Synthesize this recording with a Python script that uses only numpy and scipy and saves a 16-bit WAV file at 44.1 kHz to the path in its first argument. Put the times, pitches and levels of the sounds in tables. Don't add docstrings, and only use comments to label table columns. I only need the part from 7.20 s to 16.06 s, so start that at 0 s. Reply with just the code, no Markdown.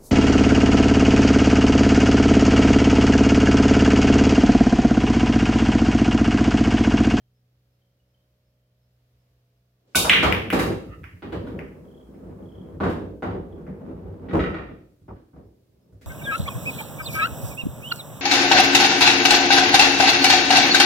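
import sys
import numpy as np
from scipy import signal
from scipy.fft import rfft, irfft, next_fast_len
from scipy.io import wavfile
from scipy.ndimage import uniform_filter1d

SR = 44100
rng = np.random.default_rng(int(sys.argv[2]) if len(sys.argv) > 2 else 0)


def to_linear_factor(level_db):
    exponent = np.asarray(level_db, float) / 20
    return 10 ** exponent


def put_to_file(sound):
    columns = np.atleast_2d(sound).T
    safe = np.clip(columns, -1, 1)
    whole_steps = np.round(safe * 32767)
    wavfile.write(sys.argv[1], SR, whole_steps.astype(np.int16))


N = 390726
T = np.arange(N) / SR

# (multiple of motor turn [1], level [dB])
MOTOR_LINES = [(1, -74), (2, -66.5), (3, -79), (4, -85), (5, -89.5), (6, -93.5), (7, -88.5), (8, -85),
               (9, -85), (10, -88), (11, -89), (12, -95.5)]
# (frequency [Hz], density [dB/Hz])
AIR_SPECTRUM = [(25, -14.5), (55, -5), (90, -10.5), (150, -17.5), (200, -18.5), (326, -23), (560, -26),
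                (750, -31), (900, -32.5), (3000, -36.5), (5000, -38), (8590, -47.5), (14800, -39),
                (16000, -45.5)]
# (frequency [Hz], side minus mid [dB])
PORT_WIDTH = [(60, -24), (110, -15.5), (200, -10), (380, -10), (700, 1), (1290, -0.5), (2380, 0),
              (4400, 1.5), (8120, -1), (15000, 2)]
# (frequency [Hz], t60 [s])
ROOM_T60 = [(60, 0.46), (250, 0.95), (1000, 0.45), (3000, 0.5), (8000, 0.53), (15000, 0.29)]
# (start [s], notes [count], peak [dB], pitch [Hz], fall [share])
BIRD_PHRASES = [
    (0.0044, 2, -75.5, 3170, .04),
    (0.62, 2, -73, 3130, .04),
    (0.7994, 1, -75, 2950, .04),
    (0.944, 3, -70, 3140, 0.036),
    (1.3, 8, -83, 3150, .1),
    (4.6499, 5.9, -60.5, 3200, 0.18),
    (5.2242, 7.1, -58.5, 3196, 0.18),
    (6.3244, 1.9, -64, 3330, 0.27),
]
# (time [s], low level [dB], swish over low [dB])
SWING = [
    (2.6, -82, -4),
    (2.65, -73.5, -19),
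    (2.68, -66, -10),
    (2.72, -67.5, -7),
    (2.747, -63, -5.5),
]
# (time [s], level [dB])
SQUEAK = [
    (3.6, -79),
    (3.66, -61),
    (3.75, -53),
    (3.82, -57),
    (3.86, -59.5),
]
# (centre [Hz], width [Hz], level [dB])
SQUEAK_BANDS = [(1270, 126, -3.5), (1900, 270, -9.5), (2700, 330, -13.5)]
# (time [s], half length [s], level [dB])
BRUSHES = [
    (8.838, 0.024, -68),
]
# (frequency [Hz], level [dB], t60 [s])
SHAFT_MODES = [(1180, -4, .025), (1492, 0, .115), (2222, -11, .3), (2269, -12, .3), (2650, -2, .015)]
# (frequency [Hz], density [dB/Hz])
TIP_SPECTRUM = [(200, -12), (600, -7.5), (1200, -9.5), (1900, -29.5), (2400, -6.5), (3300, -10),
                (4500, -11), (6000, -12.5), (8500, -12.5), (11000, -10.5), (14000, -20), (16000, -20.5)]
# (frequency [Hz], level [dB], t60 [s])
FERRULE_MODES = [(2853, -12, .15), (3681, -2, .8), (3723, 0, .8), (3838, -8, .3)]
# (time [s], peak [dB], rap [dB], thump [dB], bright edge [dB])
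RAIL_KNOCKS = [
    (2.848, -12, -32, -12.5, -26),
    (3.029, -10.5, -1, -20, -18.5),
    (3.045, -10, -35, -7, -44),
    (3.3274, -12, -5.5, -1, -15.5),
    (3.391, -16.5, 0, -1, -10),
    (3.436, -23, -27, 1.5, -18),
    (3.924, -67, -10, 25, -34),
]
# (time [s], peak [dB], rap [dB], thump [dB], bright edge [dB])
BEND_KNOCKS = [(4.022, -34, -2, -7, -42), (4.047, -49, -17, 19, -38), (4.123, -29.5, -2.5, 5.5, -22.5),
               (4.142, -42, -16, 9, -30), (4.268, -35.5, -7, 12, -21), (4.939, -57, -2, 21, -30),
               (5.6025, -19.5, -16, 5.5, -40), (5.634, -16.5, -12.5, -6, -36), (5.64, -28, -9, 7.5, -25),
               (5.66, -24, -16, 5.5, -39), (5.694, -27, -8.5, 2, -19.5), (6.0234, -20, -15, -5.5, -36),
               (6.04, -27, -30, 1, -43), (6.104, -31, -15, 6, -40), (6.376, -46, -21, 0, -27),
               (6.727, -52.5, -11, 4, -30)]
# (time [s], peak [dB], rap [dB], thump [dB], bright edge [dB])
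TRAY_KNOCKS = [(7.09, -39, 0.5, 7, -29), (7.111, -35, -10, 11, -47), (7.132, -33, -20, 7, -48.5),
               (7.196, -26.5, 0, 3.5, -27), (7.24, -32.5, -13, 10.5, -48), (7.343, -29.5, -8, -6, -48),
               (7.385, -34.5, -22, 5.5, -48), (7.49, -48, -8, 16, -29), (7.817, -68.5, -4, 11, -9.5),
               (7.881, -43, -14, 4.5, -45), (7.96, -52, -8, 8.5, -28), (8.133, -53, -29, 13, -40),
               (8.163, -63, -28.5, 29.5, -29), (8.725, -61.5, -22.5, 10.5, -5.5), (8.813, -57, 11, 13, 4.5)]
# (frequency [Hz], level [dB], t60 [s])
CABINET_MODES = [(57, -4.5, 0.28), (101, -2, 0.31), (110.5, -8.5, 0.25), (152, 2, 0.22), (182.3, 4, 0.22),
                 (264, 9, .2), (291.9, 2.5, 0.44), (344, 3, 0.15), (399.2, -2.5, 0.23), (447, -1, 0.11),
                 (495, -6.5, 0.24), (547.7, -9, 0.19), (604, -7, 0.097), (680, -8, 0.047),
                 (750, -12, 0.026), (800, -17.5, 0.073), (1144, -14, 0.089), (1275, -13.5, 0.045),
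                 (1875, -15, 0.045)]
# (frequency [Hz], level [dB], t60 [s])
PANEL_MODES = [(88.27, -3, .2), (124, -5, .15), (207, 1.5, 0.18), (280, 7.5, .25), (326.3, 5.5, .25),
               (377.1, 0, 0.18), (636, -8, .15)]
# (time [s], peak [dB], ring [Hz])
RACK_CLICKS = [(2.8963, 5, 2600), (2.8988, 1, 2600), (2.9012, -9, 2300), (2.9122, -11, 2200),
               (2.9205, -11, 2950), (2.9242, -10, 2800), (2.9265, -11, 2600), (2.9301, -8, 2700),
               (2.9302, -14, 1300), (2.933, -9, 2800), (2.9357, -4, 2650), (2.9487, -8, 2500),
               (2.9531, -13, 2600), (2.9588, -13, 1900), (2.9657, -7.5, 2500), (2.9735, -12, 2400),
               (2.9855, -15, 2400), (2.9897, -16, 2500), (3.015, -17, 2400)]
# (time [s], peak [dB], ring [Hz], bright edge [dB], left minus right [dB])
BALL_CLICKS = [
    (3.125, -6.5, 2260, -20, 14),
    (3.1489, -23, 2300, -14, 21),
    (3.303, -11, 2202, -14.5, 2),
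    (3.835, -41.5, 2153, -22, -5),
    (3.841, -31.5, 1930, -20.5, -14),
    (4.3921, -29.5, 1930, -23, 14),
]
# (time [s], peak [dB], ring [Hz])
KISSES = [
    (6.4665, -42.5, 1610),
    (6.5281, -61, 1790),
]
# (time [s], peak [dB], ring [Hz], bright edge [dB], left minus right [dB])
CLICK_TWINS = [
    (4.3899, -30, 2020, -24, -5),
]
# (lag [s], level [dB])
SLATE_REPEATS = [
    (0, -0.5),
    (.0007, -3.5),
    (.0016, -10),
    (.0029, -9.5),
    (.0045, -20.5),
]
# (time [s], peak [dB])
TRAY_CLACKS = [(7.0862, -38), (7.111, -32.5), (7.1928, -22), (7.2039, -24.5), (7.2395, -23),
               (7.2627, -30.5), (7.3441, -24.5), (7.3668, -34), (7.386, -33.5), (7.421, -40),
               (7.489, -43.5), (7.5532, -54.5)]
# (frequency [Hz], level [dB], t60 [s])
CLACK_MODES = [(1238, 1, 0.067), (1487, -1, 0.038), (1876, 3.5, 0.036), (2290, 0.5, 0.022),
               (2670, -2, 0.017), (3130, -8, 0.019), (3770, -15, 0.024)]
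# (time [s], level [dB], boom over level [dB], hold [s], t60 [s])
POCKET_FALLS = [
    (3.03, -22, 0, 0.062, 0.53),
    (3.327, -22, -9.5, 0.034, 0.63),
    (3.41, -28.5, -1.5, 0.1, 0.35),
]
# (time [s], level [dB], boom over level [dB], hold [s], t60 [s])
RUN_FALLS = [
    (4.023, -33, -9, 0.053, 0.64),
    (4.124, -32, -1.5, 0.085, 0.39),
    (5.603, -22.5, -5.5, 0.07, 0.89),
    (6.024, -31, -4, 0.11, 0.71),
    (7.131, -21, -8, 0.083, 0.59),
    (7.26, -39, -3.5, 0.19, 0.59),
]
# (time [s], level [dB], boom over level [dB], hold [s], t60 [s])
ROLL_BACKS = [
    (7.881, -45.5, 1, 0.069, 0.42),
    (8.13, -55.5, 13, 0.053, 0.59),
]
# (time [s], level [dB])
CLOTH_ROLL = [
    (2.752, -25),
    (2.87, -32.5),
    (3.02, -25),
    (3.05, -28.5),
    (3.6, -44),
    (3.77, -52.5),
    (3.87, -62.5),
    (4.01, -59),
    (4.03, -71),
]
# (time [s], level [dB])
RUN_ROLLS = [
    [(4.13, -50), (4.4, -32), (4.55, -43), (4.78, -44), (4.86, -47), (5.08, -37.5), (5.3, -42.5),
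     (5.46, -37.5), (5.6, -40), (5.63, -59.5)],
    [(6.05, -55), (6.3, -44.5), (6.5, -36), (6.74, -37.5), (7.0, -38.5), (7.12, -32), (7.16, -60)],
    [(8.2, -69), (8.44, -67.5), (8.56, -62.5), (8.76, -58.5), (8.86, -64.5)],
]
# (time [s], peak [dB])
FOOTFALLS = [(3.66, -37), (3.781, -50), (3.92, -43.5), (5.04, -46.5), (5.33, -44.5), (5.529, -39.5),
             (6.81, -38), (6.99, -50), (7.805, -49.5), (8.48, -64.5), (8.71, -47)]
# (frequency [Hz], level [dB])
CLATTER_SPECTRUM = [(400, -14.5), (750, 2.5), (1400, -8.5), (1900, -16), (3000, -25), (5000, -39), (15000, -50)]
# (frequency [Hz], level [dB], t60 [s])
LINER_MODES = [(1300, -1, 0.13), (1310, -8.5, 0.0974)]
# (boom [dB], drum [dB], rumble [dB], clatter [dB])
POCKET_MIX_DB, RUN_MIX_DB = (0.4, -0.3, 0.74, -26), (1.2, 0.1, 1, -10.5)
CLOTH_MIX_DB, TRACK_MIX_DB = (-8, 0, -3, -35), (-7, 1.5, -0.5, -18.5)
SETTLE_MIX_DB, STEP_MIX_DB = (-2.6, 1.1, 1, -3.5), (0.9, -30, -18.5, -41)

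CUE_S, FERRULE_LAG_S = 2.7483, 0.0062
TIP_DB = -12.5


def on_log(table, hz):
    points_hz, values = np.array(table).T
    return np.interp(np.log(np.maximum(hz, 1)), np.log(points_hz), values)


def colour(x, table):
    length = x.shape[-1]
    size = next_fast_len(length)
    gain = to_linear_factor(on_log(table, np.fft.rfftfreq(size, 1 / SR)))
    return irfft(rfft(x, size) * gain, size)[..., :length]


def band(x, lo_hz, hi_hz):
    edges_hz = [lo_hz, min(hi_hz, 0.45 * SR)]
    return signal.sosfilt(signal.butter(2, edges_hz, "band", fs=SR, output="sos"), x)


def unit(x):
    return x / np.sqrt(np.mean(x ** 2))


def curve(rows, column):
    rows = np.array(rows)
    return to_linear_factor(np.interp(T, rows[:, 0], rows[:, column], left=-200, right=-200))


def walk(rate_hz):
    k = int(SR / rate_hz)
    steps = np.repeat(rng.standard_normal(N // k + 1), k)
    return 2.2 * uniform_filter1d(uniform_filter1d(steps, k), k)[:N]


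def wide(size):
    mid, side = rng.standard_normal((2, size))
    side = colour(side, PORT_WIDTH)
    return np.array([mid + side, mid - side])


def ring(modes, seconds, damp=0.73, scatter_db=0.):
    t = T[:int(seconds * SR)]
    y = np.zeros(len(t))
    for hz, db, t60_s in modes:
        level = to_linear_factor(db + scatter_db * rng.normal()) * rng.choice([-1, 1])
        y += level * np.sin(2 * np.pi * hz * t) * to_linear_factor(-60 * t / (t60_s * damp))
    return y / np.abs(y).max()


def add(track, s, sound):
    i = int(s * SR)
    track[..., i:i + sound.shape[-1]] += sound[..., :track.shape[-1] - i]


def floor():
    hum = np.zeros(N)
    for turn, db in MOTOR_LINES:
        phase = 2 * np.pi * (turn * 61.47 * T + rng.random())
        hum += to_linear_factor(db - 0.5 + (0.5 + 0.13 * turn) * walk(2.5)) * np.sin(phase)
    air = colour(wide(N), AIR_SPECTRUM)
    air = air * to_linear_factor(-80) / np.std(band(air, 1100, 16000))
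    sag_db_per_s = 1.96
    hiss_db = np.where(T < CUE_S, -92.5, -69.5 - sag_db_per_s * (T - CUE_S))
    return hum + air * to_linear_factor(0.43 * walk(3.2)) + to_linear_factor(hiss_db) * unit(band(wide(N), 1900, 19000))


def bird():
    out, t = np.zeros(N), T[:700]
    note_gap_s, swell_db = 0.0315, 11
    for s, notes, db, hz, fall in BIRD_PHRASES:
        for k in range(min(round(notes), 8)):
            late, off = rng.standard_normal(2)
            glide = 1 + fall / 2 * (1 - t / t[-1])
            note = np.hanning(len(t)) * np.sin(2 * np.pi * hz * (1 + 0.012 * off) * t * glide)
            soft_db = swell_db * (np.exp(-k / 2) if notes > 4 else k / 2)
            add(out, max(s - 0.004 + k * note_gap_s + 0.00058 * late, 0), to_linear_factor(db - soft_db) * note)
    return out


def cricket():
    first_s, gap_s, tone_hz, level_db = 0.165, 0.368, 5200, -89
    phase = ((T - first_s) / gap_s + 0.5) % 1 - 0.5
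    pulses = np.exp(-phase ** 2 / 0.0027)
    return to_linear_factor(level_db + 1.5 * walk(3.2)) * pulses * np.sin(2 * np.pi * tone_hz * T)


def player():
    low, swish = unit(band(wide(N), 200, 500)), unit(band(wide(N), 900, 6000))
    swing = curve(SWING, 1) * (low + curve(SWING, 2) * swish)
    squeak = sum(to_linear_factor(db) * unit(band(wide(N), hz - w / 2, hz + w / 2)) for hz, w, db in SQUEAK_BANDS)
    squeak = curve(SQUEAK, 1) * to_linear_factor(1.8 * walk(44)) * squeak
    brush = sum(to_linear_factor(db) * np.exp(-((T - s) / half_s) ** 2) for s, half_s, db in BRUSHES)
    return swing + squeak + brush * unit(band(wide(N), 800, 7100))


def cue_strike(near, send):
    t = T[:2000]
    cue = to_linear_factor(-8.5) * ring(SHAFT_MODES, 0.5)
    swell_s, first_share = 0.005, 0.45
    cue *= 1 - (1 - first_share) * np.exp(-(T[:len(cue)] / swell_s) ** 2)
    snap = to_linear_factor(TIP_DB) * unit(colour(rng.standard_normal(len(t)), TIP_SPECTRUM)) * np.exp(-t / 0.0011)
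    crack = to_linear_factor(-20) * snap
    add(crack, FERRULE_LAG_S, snap)
    add(cue, FERRULE_LAG_S, to_linear_factor(-20.5) * ring(FERRULE_MODES, 0.47))
    add(near, CUE_S, cue)
    add(near, CUE_S, crack)
    click_delay = 100
    even = unit(colour(np.eye(1, len(t), click_delay)[0], TIP_SPECTRUM))
    add(send, CUE_S + FERRULE_LAG_S - click_delay / SR, to_linear_factor(5 + TIP_DB - 18.5) * even)
    add(send, CUE_S, to_linear_factor(-17) * cue)


def shake(gain, s, mix_db, rise_s, hold_s, t60_s):
    t = T[:int(1.5 * SR)]
    fall_db = np.reshape(mix_db, (-1, 1)) - 60 * np.maximum(t - hold_s, 0) / t60_s
    add(gain, s, to_linear_factor(fall_db) * (1 - np.exp(-t / rise_s)))


def cabinet_layers():
    t = T[:SR // 2]
    jumps_db = rng.exponential(size=N // 50 + 1).repeat(50)[:N]
    rough = to_linear_factor(1.8 * jumps_db + 1.1 * walk(30))
    response = np.zeros(len(t))
    for k, (hz, db, t60_s) in enumerate(sorted(CABINET_MODES + PANEL_MODES)):
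        response += (-1) ** k * to_linear_factor(db) * np.sin(2 * np.pi * hz * t) * to_linear_factor(-60 * t / (0.58 * t60_s))
    body = signal.fftconvolve(wide(N) * rough, response[None], axes=1)[:, :N]
    boom = unit(band(band(body, 52, 125), 54, 200))
    drum, rumble = unit(band(body, 125, 290)), unit(band(body, 290, 620))
    clatter = unit(colour(wide(N) * rough, CLATTER_SPECTRUM))
    late = int(ROLL_BACKS[0][0] * SR)
    soft = signal.butter(6, 1410, fs=SR, output="sos")
    clatter[:, late:] = signal.sosfilt(soft, clatter[:, late:])
    return boom, drum, rumble, clatter


def rolling():
    layers = cabinet_layers()
    gain = np.outer(to_linear_factor(CLOTH_MIX_DB), curve(CLOTH_ROLL, 1))
    gain += np.outer(to_linear_factor(TRACK_MIX_DB), sum(curve(run, 1) for run in RUN_ROLLS))
    rise_s = np.array([[0.0075], [0.0023], [0.0023], [0.0023]])
    share = np.array([[1], [1], [1], [0.55]])
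    boom_only = np.array([1, 0, 0, 0])
    for falls, mix_db in ((POCKET_FALLS, POCKET_MIX_DB), (RUN_FALLS, RUN_MIX_DB), (ROLL_BACKS, SETTLE_MIX_DB)):
        for s, db, boom_db, hold_s, t60_s in falls:
            level_db = db + np.array(mix_db) + boom_db * boom_only
            shake(gain, s, level_db, rise_s, hold_s * share, t60_s * share)
    for s, db in FOOTFALLS:
        shake(gain, s, db + np.array(STEP_MIX_DB), rise_s=0.022, hold_s=0.026, t60_s=0.47)
    return sum(g * layer for g, layer in zip(gain, layers))


def knocks(near, send):
    t = T[:2000]
    for s, db, rap_db, thump_db, edge_db in RAIL_KNOCKS + BEND_KNOCKS + TRAY_KNOCKS:
        chatter = 0.07 * rng.standard_normal(len(t)) * np.exp(-t / 0.0074)
        contact = np.exp(-t / 0.00004) + chatter
        wood = band(band(band(contact, 330, 1400), 250, 2100), 150, 1600)
        rap = band(band(contact, 1100, 3600), 1290, 4600)
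        knock = to_linear_factor(thump_db - 4) * ring(CABINET_MODES, 0.4, damp=0.13, scatter_db=4)
        knock[:len(t)] += wood / np.abs(wood).max()
        knock[:len(t)] += to_linear_factor(rap_db) * rap / np.abs(rap).max()
        knock[:len(t)] += to_linear_factor(edge_db + 11.5) * band(contact, 4400, 16000)
        add(near, s, to_linear_factor(db - 6.5) * knock)
        add(send, s, to_linear_factor(db - 1) * knock)


def ball_click(hz, edge_db, spread):
    t, out = T[:300], np.zeros(600)
    pulse = np.sin(2 * np.pi * hz * t) * np.exp(-(t * hz - 1.25) ** 2 / spread)
    jolt = np.exp(-t / 0.00003)
    edge = to_linear_factor(edge_db + 12) * band(jolt, 10000, 16000)
    bite = to_linear_factor(-9) * band(band(jolt, 4400, 6100), 4400, 6100)
    pulse = pulse + edge + bite
    for lag_s, db in SLATE_REPEATS:
        add(out, lag_s * rng.uniform(0.44, 1.6), to_linear_factor(db) * rng.choice([-1, 1]) * pulse)
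    return pulse, out


def ball_clicks(near, send):
    packed_cycles2, lone_cycles2 = 0.8, 0.44
    rack = [(*row, -27.5, -1.5) for row in RACK_CLICKS]
    kisses = [(*row, -29.5, 1.5) for row in KISSES]
    clicks = rack + BALL_CLICKS + kisses
    for k, (s, db, hz, edge_db, pan_db) in enumerate(clicks + CLICK_TWINS):
        spread = packed_cycles2 if 0 < k < len(rack) else lone_cycles2
        pulse, click = ball_click(hz, edge_db, spread)
        pan = np.array([[pan_db], [-pan_db]]) / 2
        add(near, s - 0.0004, to_linear_factor(db - 1.5 + pan) * click)
        if k < len(clicks):
            add(send, s, to_linear_factor(db - 5.5 - 0.12 * db) * pulse)


def pocket_liner(near, send):
    liner_s = 3.04
    liner = to_linear_factor(-19.5) * ring(LINER_MODES, 0.35)
    add(near, liner_s, liner)
    add(send, liner_s, to_linear_factor(-9.5) * liner)


def tray_clacks(near, send):
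    for s, db in TRAY_CLACKS:
        modes = [(hz * (1 + 0.035 * rng.normal()), *rest) for hz, *rest in CLACK_MODES]
        clack = to_linear_factor(db) * ring(modes, 0.15, scatter_db=0.5)
        clack *= 1 - np.exp(-T[:len(clack)] / 0.00033)
        add(near, s, to_linear_factor(1) * clack)
        add(send, s, to_linear_factor(-4) * clack)


def room(send):
    t = T[:SR]
    rise_s, gap_s = 0.0024, 0.00054
    sparse = to_linear_factor(3.5 * rng.exponential(size=SR) * np.exp(-t / 0.004))
    noise = rfft(wide(SR) * sparse)
    octave = np.log2(np.maximum(np.fft.rfftfreq(SR, 1 / SR), 1) / 40)
    tail = np.zeros((2, SR))
    for k in range(10):
        part = irfft(noise * np.clip(1 - np.abs(octave - k), 0, 1), SR)
        tail += part * to_linear_factor(-60 * t / on_log(ROOM_T60, 40 * 2 ** k))
    tail *= np.clip(1 - np.exp((gap_s - t) / rise_s), 0, 1)
    tail *= 4 / np.sqrt(np.sum(tail ** 2))
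    return signal.fftconvolve(send[None], tail, axes=1)[:, :N]


def scene():
    near, send = np.zeros((2, N)), np.zeros(N)
    far = bird() + cricket()
    for source in (cue_strike, knocks, ball_clicks, pocket_liner, tray_clacks):
        source(near, send)
    return near + far + room(send + to_linear_factor(-8.5) * far) + rolling() + player() + floor()


def roll_off(x):
    return signal.sosfilt(signal.butter(12, 16990, fs=SR, output="sos"), x)


def record(dry):
    mid, side = (dry[0] + dry[1]) / 2, band((dry[0] - dry[1]) / 2, 130, 19000)
    ports = to_linear_factor([[-0.3], [0.3]]) * np.array([mid + side, mid - side])
    ports = signal.sosfilt(signal.butter(4, 46, "high", fs=SR, output="sos"), ports)
    ports = np.tanh(0.96 * ports) / 0.84
    ports = signal.sosfilt(signal.ellip(8, 0.2, 60, 15900, fs=SR, output="sos"), ports)
    return roll_off(ports)


dry = scene()
out = record(dry)
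put_to_file(out)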